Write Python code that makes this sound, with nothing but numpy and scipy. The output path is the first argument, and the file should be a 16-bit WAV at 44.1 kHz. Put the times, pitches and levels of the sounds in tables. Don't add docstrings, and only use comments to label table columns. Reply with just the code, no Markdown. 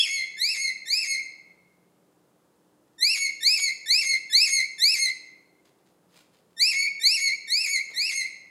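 import sys
import numpy as np
from scipy import signal
from scipy.fft import rfft, irfft, next_fast_len
from scipy.io import wavfile
from scipy.ndimage import map_coordinates

SR = 44100
rng = np.random.default_rng(int(sys.argv[2]) if len(sys.argv) > 2 else 0)


def master_out(mix):
    frames = np.transpose(np.atleast_2d(mix))
    ceiling = np.clip(frames, -1, 1)
    pcm = np.round(ceiling * 32767).astype(np.int16)
    wavfile.write(sys.argv[1], SR, pcm)


N = 374850
LEAD = SR // 5
TIME = np.arange(-LEAD, N) / SR

# pitch_hz, level_db (per Hz)
ROOM_TONE = [(25, -37), (60, -28), (82, -13), (95, -20), (125, -10), (165, -6.5), (250, -9.5), (500, -8.5),
             (700, -13.5), (1000, -16), (2300, -28), (5000, -30.5), (5750, -26), (6400, -30),
             (10000, -30.5), (15500, -34)]
# pitch_hz, level_db
HUM = [(177.6, -76.5), (301.5, -76), (339.1, -77), (393.0, -80.5)]
# pitch_hz, level_db (per Hz)
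FEATHERS = [(150, -14), (450, -1), (1200, -3), (2500, -1), (5000, -2), (8000, -9), (15000, -16)]
# start_s, level_db, rise_s, decay_s
RUSTLES = [(2.88, -73, 0.0027, .05), (2.935, -70.5, 0.0007, .04), (5.655, -63, 0.0046, .25),
           (5.79, -69, .004, .1), (5.87, -68, .01, 0.33), (6.14, -64, .04, 0.38), (6.175, -55.5, .025, .32),
           (6.34, -65, .015, 0.29), (6.39, -69, .005, .15), (6.507, -65, 0.00081, 0.032),
           (6.531, -67, .001, 0.033), (7.915, -59, .025, 0.26)]
# pitch_hz, level_db (per Hz)
CUSHION = [(100, -20), (270, 0), (600, -1), (1300, -8), (3000, -25), (12000, -45)]
# time_s, pitch_hz, level_db
HIGH_WHISTLE = [(-.06, 3150, -38), (-.02, 3485, -28.5), (0, 3360, -16.5), (0.014, 3337, -16),
                (.019, 3324, -42.5), (0.026, 3340, -46), (.03, 3290, -21), (.042, 2890, -29),
                (.055, 2500, -34), (.075, 2350, -50)]
# pitch_hz, level_db
BEAK = [(5200, 13), (5900, 2), (6600, 6.5), (7400, 1), (8600, -3), (9400, -13.5), (10300, -1.5),
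        (11100, -4.5), (11900, -7), (12600, -14.5), (13200, -20), (14000, -36), (15300, -22), (16500, -33)]
# pitch_hz, level_db (per Hz)
RASP = [(200, -43.5), (600, -22), (1150, -12.5), (1500, -14), (2200, -13), (3200, -4), (4600, 3),
        (5800, -8.5), (7000, 1.5), (8500, -23.5), (9500, -20), (11000, -15), (12500, -27), (15000, -33)]
# stage, fundamental_db, octave_db, upper_overtones_db
VOICE = [(0, -51, -53, -51), (1, -44, -40.5, -38), (1.12, -38.5, -30.5, -35), (1.22, -33.5, -19.3, -32),
         (1.33, -31.3, -18.7, -32.5), (1.6, -29.7, -22, -35), (2, -28.5, -25, -39.5),
         (2.5, -28.3, -31.5, -35), (3, -28.5, -45, -33), (3.25, -29, -39.5, -31.3),
         (3.5, -27.3, -29, -29.3), (3.8, -27, -27.5, -34.3), (4, -27, -33.5, -43), (4.6, -27, -41.5, -53.5),
         (5, -31, -46, -62)]
# stage, flutter_hz (regular), jitter_hz (random)
QUAVER = [(0, 35, 12), (1, 16, 10), (1.6, 14, 9), (1.85, 50, 12), (2.3, 110, 20), (2.7, 90, 40),
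          (3, 50, 100), (3.18, 18, 16), (3.55, 9, 7), (3.8, 46, 14), (5, 58, 24)]
# slide_start_s, summit_s, break_s, sag_s, end_s,
#   start_hz, summit_hz, bend (1 = straight slide), held_hz, sag_hz, end_hz,
#   onset_db, slide_db, held_db, slide_overtones_db, held_octave_db, held_upper_overtones_db,
#   break_rasp_db, sag_rasp_db, extra_room_db (as the head turns away)
SONG = [(-.1, .04, .08, .215, .244, 1750, 2660, 2.2, 2200, 2090, 2100, 0, -1.5, -2, -1.5, -.5, -2, -43, -60, 4),
        (.387, .523, .565, .7, .724, 1760, 2700, 1.25, 2184, 2060, 2060, -2, -.5, -1.5, -1.5, .5, -1, -41, -60, 1.5),
        (.876, 1.02, 1.063, 1.165, 1.204, 1800, 2635, 2.2, 2178, 2088, 2170, 1, -2, -1, -.5, -.5, -.5, -45, -60, 2.5),
        (3.003, 3.132, 3.175, 3.29, 3.308, 1820, 2765, 1.25, 2230, 2130, 2130, -2, 2.5, -.5, -.5, -1, 1.5, -37, -60, -1.5),
        (3.427, 3.558, 3.598, 3.69, 3.734, 1780, 2625, 1.9, 2255, 2090, 2190, 3.5, 1.5, -1, 1, 3, 3.5, -37, -60, -1.5),
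        (3.879, 4.007, 4.04, 4.153, 4.182, 1785, 2705, 1.5, 2185, 2090, 2130, 5.5, 2, 2.5, 0, .5, -1, -40, -47, -2.5),
        (4.319, 4.448, 4.492, 4.605, 4.66, 1750, 2670, 1.4, 2185, 2060, 2210, 2.5, 2, 1, 2, 2, 5, -39, -48, -3),
        (4.802, 4.928, 4.977, 5.08, 5.124, 1770, 2660, 1.3, 2165, 2040, 2140, 3, 1, -.5, 2.5, 5, 4, -39, -44, -3.5),
        (6.587, 6.703, 6.745, 6.865, 6.888, 1800, 2685, 1.75, 2215, 2225, 2380, -2.5, 2.5, 5.5, -.5, -6, -7.5, -40, -60, -1),
        (7.018, 7.152, 7.195, 7.305, 7.355, 1790, 2780, 1.25, 2220, 2090, 2280, -2.5, 0, 1.5, 2.5, 2, -.5, -46, -60, -1.5),
        (7.494, 7.631, 7.681, 7.783, 7.82, 1840, 2670, 1.45, 2255, 2040, 2250, 3, -1.5, 2, -.5, -1.5, 0, -44, -54, -1.5),
        (7.957, 8.08, 8.125, 8.232, 8.28, 1840, 2720, 1.25, 2175, 2030, 2190, 3.5, 0, -2, -3.5, -2, 1.5, -41, -60, 1.5)]
# pitch_hz, fade_s
ROOM_DECAY = [(300, .6), (2200, 0.87), (4300, 0.62), (7000, 0.53), (11000, 0.33), (15000, 0.27)]
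# pitch_hz, reflected_db
BEAMING = [(2200, .5), (4500, 0.5), (7000, 2), (11000, 4.5), (15000, 2)]
# pitch_hz, level_db
MICROPHONE = [(5150, 0), (5750, -6), (6400, 0), (11200, 0), (12000, -4), (13000, 0), (15300, 0),
              (15800, -5)]

STEP_S, STEP_DB = 7.905, -56
ONSET_S = .023
LANDING = .975
LANDING_LEAD_S = .011
CREST_SHARE = .48
CATCH_S, SAG_CATCH_LAG_S = .012, .012
VOICE_DB = -1.3
SLIDE_TILT_DB, HELD_TILT_DB = .8, -1.3
TOP_HZ = 15800


def amp(db):
    return 10 ** (np.asarray(db) / 20)


def unit(x):
    return x / np.sqrt(np.mean(x ** 2) + 1e-20)


def along(points, hz):
    pitches, values = np.transpose(points)
    return np.interp(np.log(hz + 1), np.log(pitches), values)


def curves(rows, at):
    positions, *columns = np.transpose(rows)
    return [np.interp(at, positions, column) for column in columns]


def wobble(rate, size):
    points = rng.standard_normal(size // 8 + 4)
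    return map_coordinates(points, [np.arange(size) * rate / SR])


def noise(spectrum, size):
    gain = amp(along(spectrum, np.fft.rfftfreq(size, 1 / SR)))
    white = rng.standard_normal(size)
    return unit(irfft(rfft(white) * gain, size))


def add(track, start, x):
    first = max(round(start * SR) + LEAD, 0)
    part = track[first:][:len(x)]
    part += x[:len(part)]


def swell_and_fade(rise, decay):
    t = np.arange(-2 * rise, decay, 1 / SR)
    rising = np.exp(-(t / rise) ** 2)
    fading = np.exp(-np.log(1000) * t / decay)
    return t, np.where(t < 0, rising, fading)


def background(floor_db=-66, hum_db=-1.5, waver_db=3.5):
    size = len(TIME)
    hum = np.zeros(size)
    for hz, db in HUM:
        hum += amp(db + hum_db + waver_db * wobble(3, size)) * np.sin(2 * np.pi * hz * TIME)
    return amp(floor_db) * noise(ROOM_TONE, size) + np.sqrt(2) * hum


def in_room(x, wet_db=0, tail_db=-11.5, walls_db=-14):
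    hz, t, z = signal.stft(rng.standard_normal(SR), SR, nperseg=256)
    fade = amp(-60 * t / along(ROOM_DECAY, hz)[:, None])
    tail = signal.istft(z * fade, SR, nperseg=256)[1]
    echoes = amp(tail_db) * tail[:SR] / np.linalg.norm(tail)
    count = 6
    delays = rng.uniform(.002, .022, count)
    echoes[(delays * SR).astype(int)] += amp(walls_db) * rng.choice([-1, 1], count) / np.sqrt(count)
    beam = amp(wet_db + along(BEAMING, np.fft.rfftfreq(2 * SR, 1 / SR)))
    response = irfft(rfft(echoes, 2 * SR) * beam)[:SR]
    response[0] += 1
    return signal.fftconvolve(x, response) * amp(-.25 * wet_db)


def rustle(level_db, rise, decay, grain_db=3.8):
    t, swell = swell_and_fade(rise, decay)
    grain = amp(grain_db * wobble(300, len(t)))
    return t[0], amp(level_db) * swell * unit(noise(FEATHERS, len(t)) * grain)


def footfall(rise=.006, decay=.16):
    t, swell = swell_and_fade(rise, decay)
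    return STEP_S + t[0], amp(STEP_DB) * swell * noise(CUSHION, len(t))


def high_whistle(octave_db=-21, jitter_hz=45, whistle_db=-1.5):
    t = np.arange(HIGH_WHISTLE[0][0], HIGH_WHISTLE[-1][0], 1 / SR)
    pitch, level = curves(HIGH_WHISTLE, t)
    unsteady_pitch = pitch + jitter_hz * wobble(300, len(t))
    phase = 2 * np.pi * np.cumsum(unsteady_pitch) / SR
    overtones = np.sin(2 * phase) + .5 * np.sin(3 * phase)
    tone = np.sin(phase) + amp(octave_db) * overtones
    return t[0], np.sqrt(2) * amp(level + whistle_db) * tone


def catch(level_db, width, grit_db=3):
    t = np.arange(-3 * width, 3 * width, 1 / SR)
    grit = unit(noise(RASP, len(t)) * amp(grit_db * wobble(350, len(t))))
    bell = np.exp(-.5 * (t / width) ** 2)
    return t[0], amp(level_db) * bell * grit


def call_pitch(t, times, pitches):
    slide_s, summit_s, break_s, sag_s, end_s = times
    start_hz, summit_hz, bend, held_hz, sag_hz, end_hz = pitches
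    left = 1 - np.clip((t - slide_s) / (summit_s - slide_s), 0, 1)
    slide = summit_hz - (summit_hz - start_hz) * left ** bend
    crest_s = break_s + CREST_SHARE * (sag_s - break_s)
    turn_times = [summit_s, break_s - LANDING_LEAD_S, crest_s, sag_s, end_s]
    turns = [summit_hz, LANDING * held_hz, held_hz, sag_hz, end_hz]
    numbers = np.arange(len(turns))
    step = np.interp(t, turn_times, numbers)
    eased = step - np.sin(2 * np.pi * step) / (4 * np.pi)
    return np.where(t < summit_s, slide, np.interp(eased, numbers, turns))


def call(times, pitches, levels, choke_db=3.5, flutter_hz=72, fade=0.0048, choke_width=0.013,
         air_db=-40, squeak_db=-37, shimmer_db=1.59, upper_shimmer_db=2.5):
    slide_s, summit_s, break_s, sag_s, end_s = times
    onset_db, slide_db, held_db, slide_bright_db, held_octave_db, held_upper_db = levels
    marks = [slide_s - ONSET_S, *times]
    t = np.arange(marks[0], end_s + fade, 1 / SR)
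    size = len(t)
    stage = np.interp(t, marks, np.arange(len(marks)))
    held = np.interp(t, [break_s, end_s], [0, 1])

    level_times = [slide_s, slide_s + ONSET_S, summit_s, break_s]
    level = np.interp(t, level_times, [onset_db, slide_db, slide_db, held_db])
    registers = [(summit_s, slide_bright_db, slide_bright_db, SLIDE_TILT_DB),
                 (break_s, held_octave_db, held_upper_db, HELD_TILT_DB)]
    octave_lift, upper_lift, tilt_db = curves(registers, t)
    first, second, upper = level + np.array(curves(VOICE, stage))

    flutter, jitter = curves(QUAVER, stage)
    tremor = np.sin(2 * np.pi * np.cumsum(flutter_hz * (1 + .17 * wobble(50, size))) / SR)
    pitch = call_pitch(t, times, pitches)
    pitch = pitch + flutter * tremor + jitter * wobble(900, size) + 15 * wobble(70, size)
    phase = 2 * np.pi * np.cumsum(pitch) / SR

    orders = np.arange(3, 9)[:, None]
    shares = amp(along(BEAK, orders * pitch) + tilt_db * orders)
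    shares *= orders * pitch < SR / 2
    shares *= amp(upper_shimmer_db * np.array([wobble(180, size) for _ in orders]))
    overtones = (shares * np.sin(orders * phase)).sum(0) / np.linalg.norm(shares, axis=0)

    tone = amp(first) * np.sin(phase)
    tone += amp(second + octave_lift) * np.sin(2 * phase)
    tone += amp(upper + upper_lift) * overtones
    tone += amp(first + squeak_db) * held * np.sin(7 * phase)

    shake_db = (.022 + 0.019 * held) * flutter * tremor + shimmer_db * wobble(140, size)
    breaking = np.exp(-.5 * ((t - break_s) / choke_width) ** 2)
    tone *= np.sqrt(2) * amp(VOICE_DB + shake_db - choke_db * breaking)
    air = amp(first + air_db) * (1 + flutter / 30) * noise(RASP, size)
    gate = np.clip(np.minimum(t - t[0], t[-1] - t) / fade, 0, 1)
    return t[0], gate * (tone + air)


def scene():
    track = background()
    for row in SONG:
        times, pitches, levels = row[:5], row[5:11], row[11:17]
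        break_rasp_db, sag_rasp_db, wet_db = row[17:]
        _, _, break_s, sag_s, _ = times
        start, sound = call(times, pitches, levels)
        add(track, start, in_room(sound, wet_db))
        for catch_s, rasp_db in [(break_s, break_rasp_db), (sag_s + SAG_CATCH_LAG_S, sag_rasp_db)]:
            offset, sound = catch(rasp_db, CATCH_S)
            add(track, catch_s + offset, in_room(sound))
    for start, sound in [high_whistle(), footfall()]:
        add(track, start, in_room(sound))
    for rustle_s, *shape in RUSTLES:
        offset, sound = rustle(*shape)
        add(track, rustle_s + offset, in_room(sound))
    return track[None, LEAD:]


def record(dry):
    size = next_fast_len(N + SR // 2)
    hz = np.fft.rfftfreq(size, 1 / SR)
    gain = amp(along(MICROPHONE, hz)) * (hz < TOP_HZ)
    return irfft(rfft(dry, size) * gain, size)[..., :N]


dry = scene()
out = record(dry)
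master_out(out)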